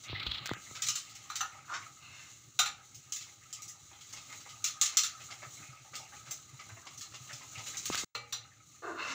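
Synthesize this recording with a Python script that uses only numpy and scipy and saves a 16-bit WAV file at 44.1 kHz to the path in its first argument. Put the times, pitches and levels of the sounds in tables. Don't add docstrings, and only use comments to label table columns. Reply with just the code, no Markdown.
import sys
import numpy as np
from scipy import signal
from scipy.fft import rfft, irfft, next_fast_len
from scipy.io import wavfile
from scipy.ndimage import uniform_filter1d, map_coordinates

SR = 44100
rng = np.random.default_rng(int(sys.argv[2]) if len(sys.argv) > 2 else 0)


def generate_wav(signal):
    frames = np.transpose(np.atleast_2d(signal))
    scaled = np.clip(frames, -1, 1) * 32767
    pcm = np.round(scaled).astype(np.int16)
    wavfile.write(sys.argv[1], SR, pcm)


N = 403424
TIME = np.arange(N) / SR
AGE = np.arange(SR // 2) / SR

# (frequency [Hz], level [dB])
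BUBBLING_TONE = [(100, -27.5), (280, -7), (450, -10), (800, 3), (1000, -18), (1300, -7), (1700, -4.5),
                 (2500, 0.5), (4000, -2.5), (7000, -3.5), (16000, -19.5)]


def amp(db):
    return 10 ** (np.asarray(db) / 20)


def unit(x):
    return x / np.sqrt(np.mean(x ** 2) + 1e-20)


def crest(x):
    loudest = uniform_filter1d(x ** 2, size=176, mode="constant").max()
    return x / np.sqrt(loudest + 1e-20)


def spike(x):
    return x / np.abs(x).max()


def along(points, hz):
    f, v = np.transpose(points)
    return np.interp(np.log(hz + 1), np.log(np.abs(f) + 1), v)


def gains(rows):
    s, *columns = np.transpose(rows)
    return [amp(np.interp(TIME, s, column)) for column in columns]


def during(rows):
    inside = (TIME >= rows[0][0]) & (TIME <= rows[-1][0])
    return uniform_filter1d(1. * inside, size=200)


def wobble(rate):
    knots = rng.standard_normal(int(N * rate / SR) + 4)
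    return map_coordinates(knots, [TIME * rate])


def coloured(x, curve_db):
    size = 2 * next_fast_len(len(x) // 2 + 4096)
    response = amp(curve_db(np.fft.rfftfreq(size, 1 / SR)))
    cepstrum = irfft(np.log(response + 1e-6))
    cepstrum[1:size // 2] *= 2
    cepstrum[size // 2 + 1:] = 0
    return irfft(rfft(x, size) * np.exp(rfft(cepstrum)))[:len(x)]


def shaped(x, spectrum):
    return coloured(x, lambda hz: along(spectrum, hz))


def lifted(hz, resonances):
    return sum(db / (1 + (2 * (hz - f) / width) ** 2) for f, width, db in resonances)


def in_pan(x, spectrum):
    # (frequency [Hz], width [Hz], lift [dB])
    bowl = [(731, 37, -6.5), (1240, 223, 17.5), (2117, 240, 7), (2780, 280, 4)]
    return coloured(x, lambda hz: along(spectrum, hz) + lifted(hz, bowl))


def balanced(x, *levels_db):
    def below(hz):
        lowpass = signal.butter(4, hz, fs=SR, output="sos")
        return signal.sosfiltfilt(lowpass, np.pad(x, (200, 0)), padlen=0)[200:]

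    body, lower = below(2500), below(5000)
    bands = (body, lower - body, x - lower)
    return sum(amp(db) * crest(band) for db, band in zip(levels_db, bands))


def add(out, s, x):
    part = out[max(round(s * SR), 0):][:len(x)]
    part += x[:len(part)]


def grains(rate, spread_db, size):
    struck = rng.random(size) < rate / SR
    strength = rng.standard_normal(size)
    return unit(struck * strength * amp(spread_db * np.clip(rng.standard_normal(size), -2, 2)))


def scattered(start, end, rate):
    draws = rng.standard_normal((40, 3))
    steps = np.arange(len(draws)) + .5 + np.tanh(draws[:, 0]) / 2
    times = start + steps / rate
    return np.column_stack([times, draws[:, 1:]])[times < end]


def kitchen(x, wet_db, near_db):
    # (frequency [Hz], time to fall 60 dB [s])
    decay = [(150, 0.59), (1200, 0.28), (4000, 0.26), (7000, 0.23), (14000, 0.17)]
    hz, t, z = signal.stft(rng.standard_normal(len(AGE)), SR, nperseg=256)
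    fading = z * amp(-60 * t / along(decay, hz)[:, None])
    tail = signal.istft(fading, SR, nperseg=256)[1][:len(AGE)]
    corner = rng.standard_normal(len(AGE)) * amp(-60 * AGE / 0.078) * (AGE > .001)
    answer = amp(wet_db) * tail / np.linalg.norm(tail) + amp(near_db) * corner / np.linalg.norm(corner)
    return x + signal.fftconvolve(x, answer)[:len(x)]


def boil():
    # (time [s], vigour [dB])
    vigour_curve = [(0, 3), (1.25, -1.5), (1.65, -3), (2.4, -2), (2.85, -4.5), (3.9, -2), (4.4, 0.5),
                    (5.15, -1.5), (5.55, 3.5), (5.8, -3), (6.0, -0.5), (6.9, -2.5), (7.45, 3.5), (8.0, 14),
                    (8.2, -8), (8.5, -9), (9.15, 1)]
    stirs = [1.94, 8.48]
    fizz_db, bubbling_db, throb_db = -48.5, -55, -60.5
    bubbling_grows, throb_grows = 0.44, 0.35
    stir_loss_db, collapse_s, recover_s = 16, 0.26, 0.81

    vigour = np.interp(TIME, *np.transpose(vigour_curve))
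    since = np.maximum(TIME - np.array(stirs)[:, None], 0)
    quelled = ((1 - np.exp(-since / collapse_s)) * np.exp(-since / recover_s)).sum(axis=0)
    fizz = amp(fizz_db + vigour)
    bubbling = amp(bubbling_db + bubbling_grows * vigour - stir_loss_db * quelled)
    throb = amp(throb_db + throb_grows * vigour)
    return fizz, bubbling, throb


def bubble(pitch_hz, cycles, age):
    life = age * pitch_hz / max(cycles, 4)
    return np.sin(2 * np.pi * pitch_hz * age * (1 + 0.28 * np.minimum(life, 2))) * amp(-60 * life)


def burbles(rate, pitch_hz, spread_db, cycles):
    out = np.zeros(N)
    for when, size, strength in rng.random((int(rate * N / SR), 3)):
        blip = bubble(pitch_hz * 4 ** (size - .5), cycles, AGE[:2000])
        add(out, when * N / SR, amp(-spread_db * strength) * blip)
    return unit(out)


def simmer():
    # (frequency [Hz], level [dB])
    fizz_tone = [(300, -8), (1000, -17.5), (2500, -15.5), (4000, 2), (5000, -9.5), (6000, 5.5), (7200, 5),
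                 (8000, 2.5), (16000, -2)]
    # (frequency [Hz], level [dB])
    throb_tone = [(20, -12), (45, -23.5), (80, -3.5), (120, 4), (150, -4), (200, -14.5), (300, -11),
                  (500, -26.5), (1500, -43)]
    fizz, bubbling, throb = boil()
    spray, clumps = np.zeros((2, N))
    for spot in range(3):
        fine = grains(rate=2000, spread_db=4, size=N) * amp(3.5 * wobble(13))
        spray += unit(kitchen(fine, wet_db=-5.0, near_db=3))
        bursts = grains(rate=600, spread_db=4, size=N)
        welling = amp(6 * wobble(18))
        blips = burbles(rate=45, pitch_hz=1629, spread_db=17.0, cycles=27.0)
        clumps += unit(kitchen((bursts + amp(-3.5) * blips) * welling, wet_db=7.0, near_db=3.5))
    flame = unit(shaped(rng.standard_normal(N), throb_tone) * amp(2.9 * wobble(30)))
    bubbles = unit(in_pan(clumps, BUBBLING_TONE))
    return fizz * unit(in_pan(spray, fizz_tone)) + bubbling * bubbles + throb * flame


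def pops():
    # (time [s], relative level [dB], spray over body [dB])
    large = [(0.751, -39.5, 3.5), (4.163, -43, 3), (4.3, -46, -13), (4.455, -39.5, -20), (5.203, -44, -2.5),
             (5.303, -37.5, 0), (5.421, -34, -14), (5.934, -37, -5), (6.124, -40, -20), (6.267, -43.5, -20),
             (6.593, -41, -1.5), (6.694, -40, -16), (6.763, -40.5, -29), (7.139, -40.5, 2),
             (7.297, -35, -20), (7.41, -42, -5), (7.577, -40.5, 2.5), (7.662, -42, 6.5)]
    # (time [s], relative level [dB])
    heaves = [(5.464, -53), (5.686, -52), (6.532, -54), (6.718, -49.5), (7.204, -51.5), (7.328, -53),
              (7.571, -48)]
    # (start [s], end [s])
    rolling = [(4.0, 5.5), (5.95, 8.5)]
    pop_rate = 3.1
    pop_db, pop_spread_db = -43.5, -4.5
    spray_db, spray_spread_db = -2.5, 0.5

    out = np.zeros(N)
    smaller = [(s, pop_db + pop_spread_db * a, spray_db + spray_spread_db * b)
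               for span in rolling for s, a, b in scattered(*span, pop_rate)]
    for s, body_db, over_db in list(large) + smaller:
        swell = amp(-60 * AGE / .11) * (1 - np.exp(-AGE / .005))
        tear = grains(rate=3000, spread_db=4, size=len(AGE)) * swell
        sound = crest(in_pan(tear, BUBBLING_TONE))
        for order, (size, delay) in enumerate(rng.random((3, 2))):
            chirp = bubble(1400 * 3 ** (size - .5), 36, AGE)
            add(sound, order * delay * .016, amp(2 - 2 * order) * chirp)
        sound = kitchen(sound, wet_db=-2.5, near_db=-3.5)
        add(out, s, amp(-8.0) * balanced(sound, body_db, body_db + over_db, body_db + over_db + 1))
    for s, db in heaves:
        pitch_hz = 122 * np.exp(0.089 * rng.standard_normal())
        thump = np.sin(2 * np.pi * pitch_hz * AGE) * AGE * np.exp(-AGE / 0.011)
        add(out, s, amp(db + 5.0) * crest(thump))
    return out


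def handling():
    # (time [s], level [dB])
    rub_curve = [(0.08, -41.5), (0.25, -48), (0.33, -36), (0.43, -49.5), (0.51, -44), (0.55, -51)]
    # (frequency [Hz], level [dB])
    skin = [(60, 0.5), (300, -8.5), (600, -15), (1200, -0.5), (2000, -5.5), (3200, 10.5), (4200, 10.5),
            (5000, -5), (7000, -21), (16000, -13)]
    # (time [s], level [dB])
    catches = [(0.197, -33.5), (0.2284, -34), (0.2647, -27), (0.314, -27)]
    # (time [s], relative level [dB], body relative to that [dB])
    ticks = [(0.4588, -22.5, -6), (0.462, -25, -7), (0.467, -25, -19), (0.474, -25, -18), (0.493, -31, 9),
             (0.5359, -28, 3), (7.858, -25, -22), (7.947, -21.5, 2.5), (7.955, -17, -20)]
    # (time [s], level [dB], pitch [Hz], time to fall 60 dB [s], tap relative to tone [dB])
    bumps = [(0.097, -38.5, 107, 0.55, 1.5), (0.13, -29, 102, 0.12, 2), (0.265, -31, 70, 0.2, -0.5),
             (0.284, -27, 65.6, 0.061, -28), (0.514, -32.5, 106, 0.12, 14), (0.567, -44.5, 180, 0.1, 6.5),
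             (0.712, -46, 129, 0.17, 7.5), (7.901, -30, 151, 0.079, 11), (8.036, -39.5, 122, 0.097, 9.5)]
    # (frequency [Hz], level [dB])
    tap_tone = [(40, -24.5), (150, 16.5), (350, 17), (600, 6.5), (1200, 7), (2000, -18), (6000, -57)]

    friction = grains(rate=14000, spread_db=2, size=N) * amp(2.5 * wobble(60))
    out = gains(rub_curve)[0] * during(rub_curve) * unit(shaped(friction, skin))
    for s, db in catches:
        slip = rng.standard_normal(len(AGE)) * AGE * np.exp(-AGE / 0.0031)
        add(out, s, amp(db) * crest(shaped(slip, skin)))

    impulse = 1. * (AGE == 0)
    tick = spike(shaped(impulse, [(200, -44), (2000, 11.5), (16000, 10.0)]))
    case = np.sin(2 * np.pi * 1500 * AGE) * amp(-60 * AGE / 0.0086)
    for s, db, body_db in ticks:
        add(out, s, amp(db + 13.5) * tick + amp(db + body_db) * case)

    tap = spike(shaped(impulse, tap_tone))
    for s, db, hz, t60, tap_db in bumps:
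        tone = np.sin(2 * np.pi * hz * AGE) * amp(-60 * AGE / t60)
        add(out, s, amp(db) * (tone + amp(tap_db) * tap))
    return out


def strokes():
    # (start [s], attack [s], hold [s], release [s], then relative levels of
    # drag through noodles [dB], scrape on the pan [dB], edge rasp [dB], blade singing [dB])
    passes = [(1.663, 0.036, 0.055, 0.058, -80, -37, -47, -62),
              (1.943, 0.08, 0.18, 0.36, -90, -69, -63, -54.5),
              (8.819, 0.005, 0.071, 0.21, -44, -41, -76, -58),
              (8.941, 0.048, 0.13, 0.051, -54, -41.5, -47.5, -41.5)]
    # (frequency [Hz], level [dB])
    drag_tone = [(60, -36), (200, -11), (380, 9.5), (540, -3.5), (800, 1.5), (2000, -52)]
    scrape_tone = [(400, -26.5), (750, -19), (1100, 2), (1400, -1.5), (1800, -6), (2400, -30),
                   (5000, -36.5)]
    rasp_tone = [(900, -26), (1700, 5.5), (2300, 0.5), (3200, -1), (4100, -5.5), (5000, -4), (6200, 1.5),
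                 (16000, -30.5)]
    sing_tone = [(600, -12), (1250, 2), (1850, -11), (2110, 9), (2350, -6.5), (2720, 13), (3200, -11.5),
                 (4100, 1.5), (5000, -13.5), (9000, -25)]
    depth_db, bite_db = 32, 17.5

    def slips(spectrum):
        return unit(shaped(grains(rate=2700, spread_db=2.5, size=N), spectrum))

    sinking = np.interp(TIME, [8.82, 9.0], [1.2, .7])
    drag = np.interp(np.cumsum(sinking) % N, np.arange(N), slips(drag_tone))
    scrape, rasp, sing = slips(scrape_tone), slips(rasp_tone), slips(sing_tone)
    out = np.zeros(N)
    for start, attack, hold, release, drag_db, scrape_db, rasp_db, sing_db in passes:
        corners = start + np.cumsum([0, attack, hold, release])
        press = np.column_stack([corners, [-depth_db, 0, 0, -depth_db]])
        bite = bite_db * np.interp(TIME, corners[1:3], [-.5, .5])
        contact = amp(drag_db) * drag + amp(scrape_db) * scrape
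        contact += amp(rasp_db + bite) * rasp + amp(sing_db) * sing
        out += during(press) * gains(press)[0] * contact
    return amp(-3) * kitchen(out, wet_db=-0.5, near_db=1)


def ringing(modes):
    out = np.zeros(len(AGE))
    for hz, db, t60 in modes:
        level = amp(db + rng.normal(0, 0.92) - 60 * AGE / t60)
        out += level * np.sin(2 * np.pi * (hz * AGE + rng.random()))
    return crest(out)


def knocks():
    # (time [s], relative level [dB], clink over body [dB], treble over body [dB],
    # pan ring relative to clack [dB], spatula ring relative to clack [dB])
    blows = [(1.3005, -32.5, -10.5, -7.5, -40, -7), (1.407, -29, -3.5, 0.5, -39, -10),
             (2.590, -25.5, 4.5, 8, -33.5, -13), (2.659, -38, 5, 6.5, -35, -12),
             (8.150, -34, 0.5, -5.5, -14.5, -26), (8.325, -43.5, 10.5, 14, -24, -30)]
    # (frequency [Hz], level [dB], time to fall 60 dB [s])
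    steel = [(805, -7, 0.064), (1248, 5.5, 0.083), (1375, -4, 0.13), (2354, -35.5, 0.23), (2660, -12, 0.13),
             (3080, -1.5, 0.037), (3710, -14, 0.067), (4064, -15, 0.067), (5770, 1.5, 0.1),
             (6105, -3, 0.18), (7170, 12.5, 0.05)]
    # (frequency [Hz], level [dB], time to fall 60 dB [s])
    pan = [(119.1, -14.5, 0.93), (225, -13.5, 0.15), (476, -5.5, 0.32), (566, -6.5, 0.16),
           (829, -4.5, 0.34), (1242, 12, 0.061), (2320, 3.5, 0.14), (2800, -4.5, 0.14)]
    # (frequency [Hz], level [dB])
    clack_tone = [(100, -12.5), (480, -27.5), (780, -7), (1300, -2), (1800, 4.5), (3000, -6), (4000, 2),
                  (5000, -1), (6200, 8), (7300, 9.5), (10000, 10), (16000, 8)]

    out = np.zeros(N)
    blade = [(hz, 220, 9) for hz, db, t60 in steel]  # Hz, width Hz, lift dB
    for s, db, clink_db, treble_db, pan_db, steel_db in blows:
        burst = rng.standard_normal(len(AGE)) * amp(-60 * AGE / 0.025)
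        clack = coloured(burst, lambda hz: along(clack_tone, hz) + lifted(hz, blade))
        sound = crest(clack) + amp(steel_db) * ringing(steel) + amp(pan_db) * ringing(pan)
        add(out, s, balanced(kitchen(sound, wet_db=7.5, near_db=4), db, db + clink_db, db + treble_db))
    return out


def sachet():
    # (time [s], relative level [dB], fullness [dB])
    crackles = [(0.037, -42, 8), (0.8205, -21, 0.5), (0.8666, -25, 3.5), (0.8853, -19.5, 3.5),
                (0.9537, -24, 0.5), (1.1496, -38.5, 1.5), (1.3555, -26.5, 4), (2.9455, -39, -6),
                (3.1224, -24, -4.5), (3.161, -32.5, 2.5), (3.528, -30.5, -4.5), (3.6206, -33, -10),
                (3.679, -33, -16), (4.1267, -35, -3), (4.984, -24, 6), (5.9535, -31.5, 4.5),
                (6.309, -27, -11), (6.976, -35.5, -7), (7.0095, -35, 3.5), (7.3298, -35, 3),
                (7.77, -28, -1), (7.856, -22.5, -2.5), (7.925, -37.5, 19), (7.976, -28, 9.5)]
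    # (time [s], relative level [dB], time until the foil springs back [s])
    flick_rows = [(4.642, -18.5, 0.031), (4.8133, -13, 0.046), (4.9703, -11, 0.065)]
    # (start [s], end [s])
    handled = [(0.95, 1.4), (3.2, 3.38), (3.95, 4.55), (7.55, 5.8)]
    # (frequency [Hz], level [dB])
    foil_tone = [(150, -40), (600, -19), (1200, -11), (1700, -2.5), (2700, -3), (4000, 2), (5000, 1),
                 (6300, 8), (8000, 5.5), (11000, 2), (16000, 1.5)]
    flick_full_db, rebound_db, rebound_full_db = -0.5, -10, 5
    crease_rate = 8.4
    crease_db, crease_full_db, crease_spread_db = -43, 6, 3
    body_db, middle_db = -21.5, -11
    body_grows, middle_grows = 1.28, 0.81
    snap_s, snap_db, slower_db = 0.0062, -22.5, 13.5

    out = np.zeros(N)
    flicks = [(s, db, flick_full_db) for s, db, delay in flick_rows]
    rebounds = [(s + delay, db + rebound_db, rebound_full_db) for s, db, delay in flick_rows]
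    faint = [(s, crease_db + crease_spread_db * a, crease_full_db + crease_spread_db * b)
             for span in handled for s, a, b in scattered(*span, crease_rate)]
    for s, db, full_db in list(crackles) + flicks + rebounds + faint:
        length = snap_s * 2 ** ((snap_db - db) / slower_db)
        creases = grains(rate=8300, spread_db=2.5, size=len(AGE)) * np.exp(-AGE / length)
        sound = kitchen(in_pan(creases, foil_tone), wet_db=5.0, near_db=-15)
        body = db + body_db + body_grows * full_db
        middle = db + middle_db + middle_grows * full_db
        add(out, s, balanced(sound, body, middle, db))
    return out


def scene():
    # (time [s], share of the port covered)
    cover_curve = [(0.05, 0), (0.11, 1), (0.5, 0.7), (0.62, 0)]
    # (frequency [Hz], level [dB])
    covered = [(1000, 7.5), (2500, 13), (4100, 7.5), (5200, -4), (7000, -32), (16000, -7)]
    # (frequency [Hz], side relative to mid [dB])
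    copy_level = [(60, -40.5), (2500, -45), (5000, -32.5), (8000, -65.5), (14000, -29.5)]
    air = simmer() + pops() + amp(-2.5) * sachet() + amp(-0.5) * knocks() + strokes()
    cover = np.clip(np.interp(TIME, *np.transpose(cover_curve)), 0, 1)
    mid = (1 - cover) * air + cover * shaped(air, covered) + handling()
    late = np.pad(mid, (61, 0))[:N]
    side = shaped(late, copy_level)
    return np.array([mid + side, mid - side])


def record(dry):
    # (frequency [Hz], level [dB])
    response = [(25, -26), (60, -3.5), (7400, -3.5), (8300, -15), (10000, -21), (12500, -21), (13900, -35),
                (15000, -6.5), (15600, -15.5)]
    # (start [s], end [s])
    dropout = (8.046, 8.147)
    top_hz = 15650
    live = uniform_filter1d(1. * ((TIME < dropout[0]) | (TIME > dropout[1])), size=100)
    heard = np.array([shaped(channel, response) for channel in dry])
    sound = heard * (live + amp(-37.5))
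    size = next_fast_len(N + 8192)
    passed = np.fft.rfftfreq(size, 1 / SR) < top_hz
    return irfft(rfft(sound, size) * passed, size)[:, :N]


dry = scene()
out = record(dry)
generate_wav(out)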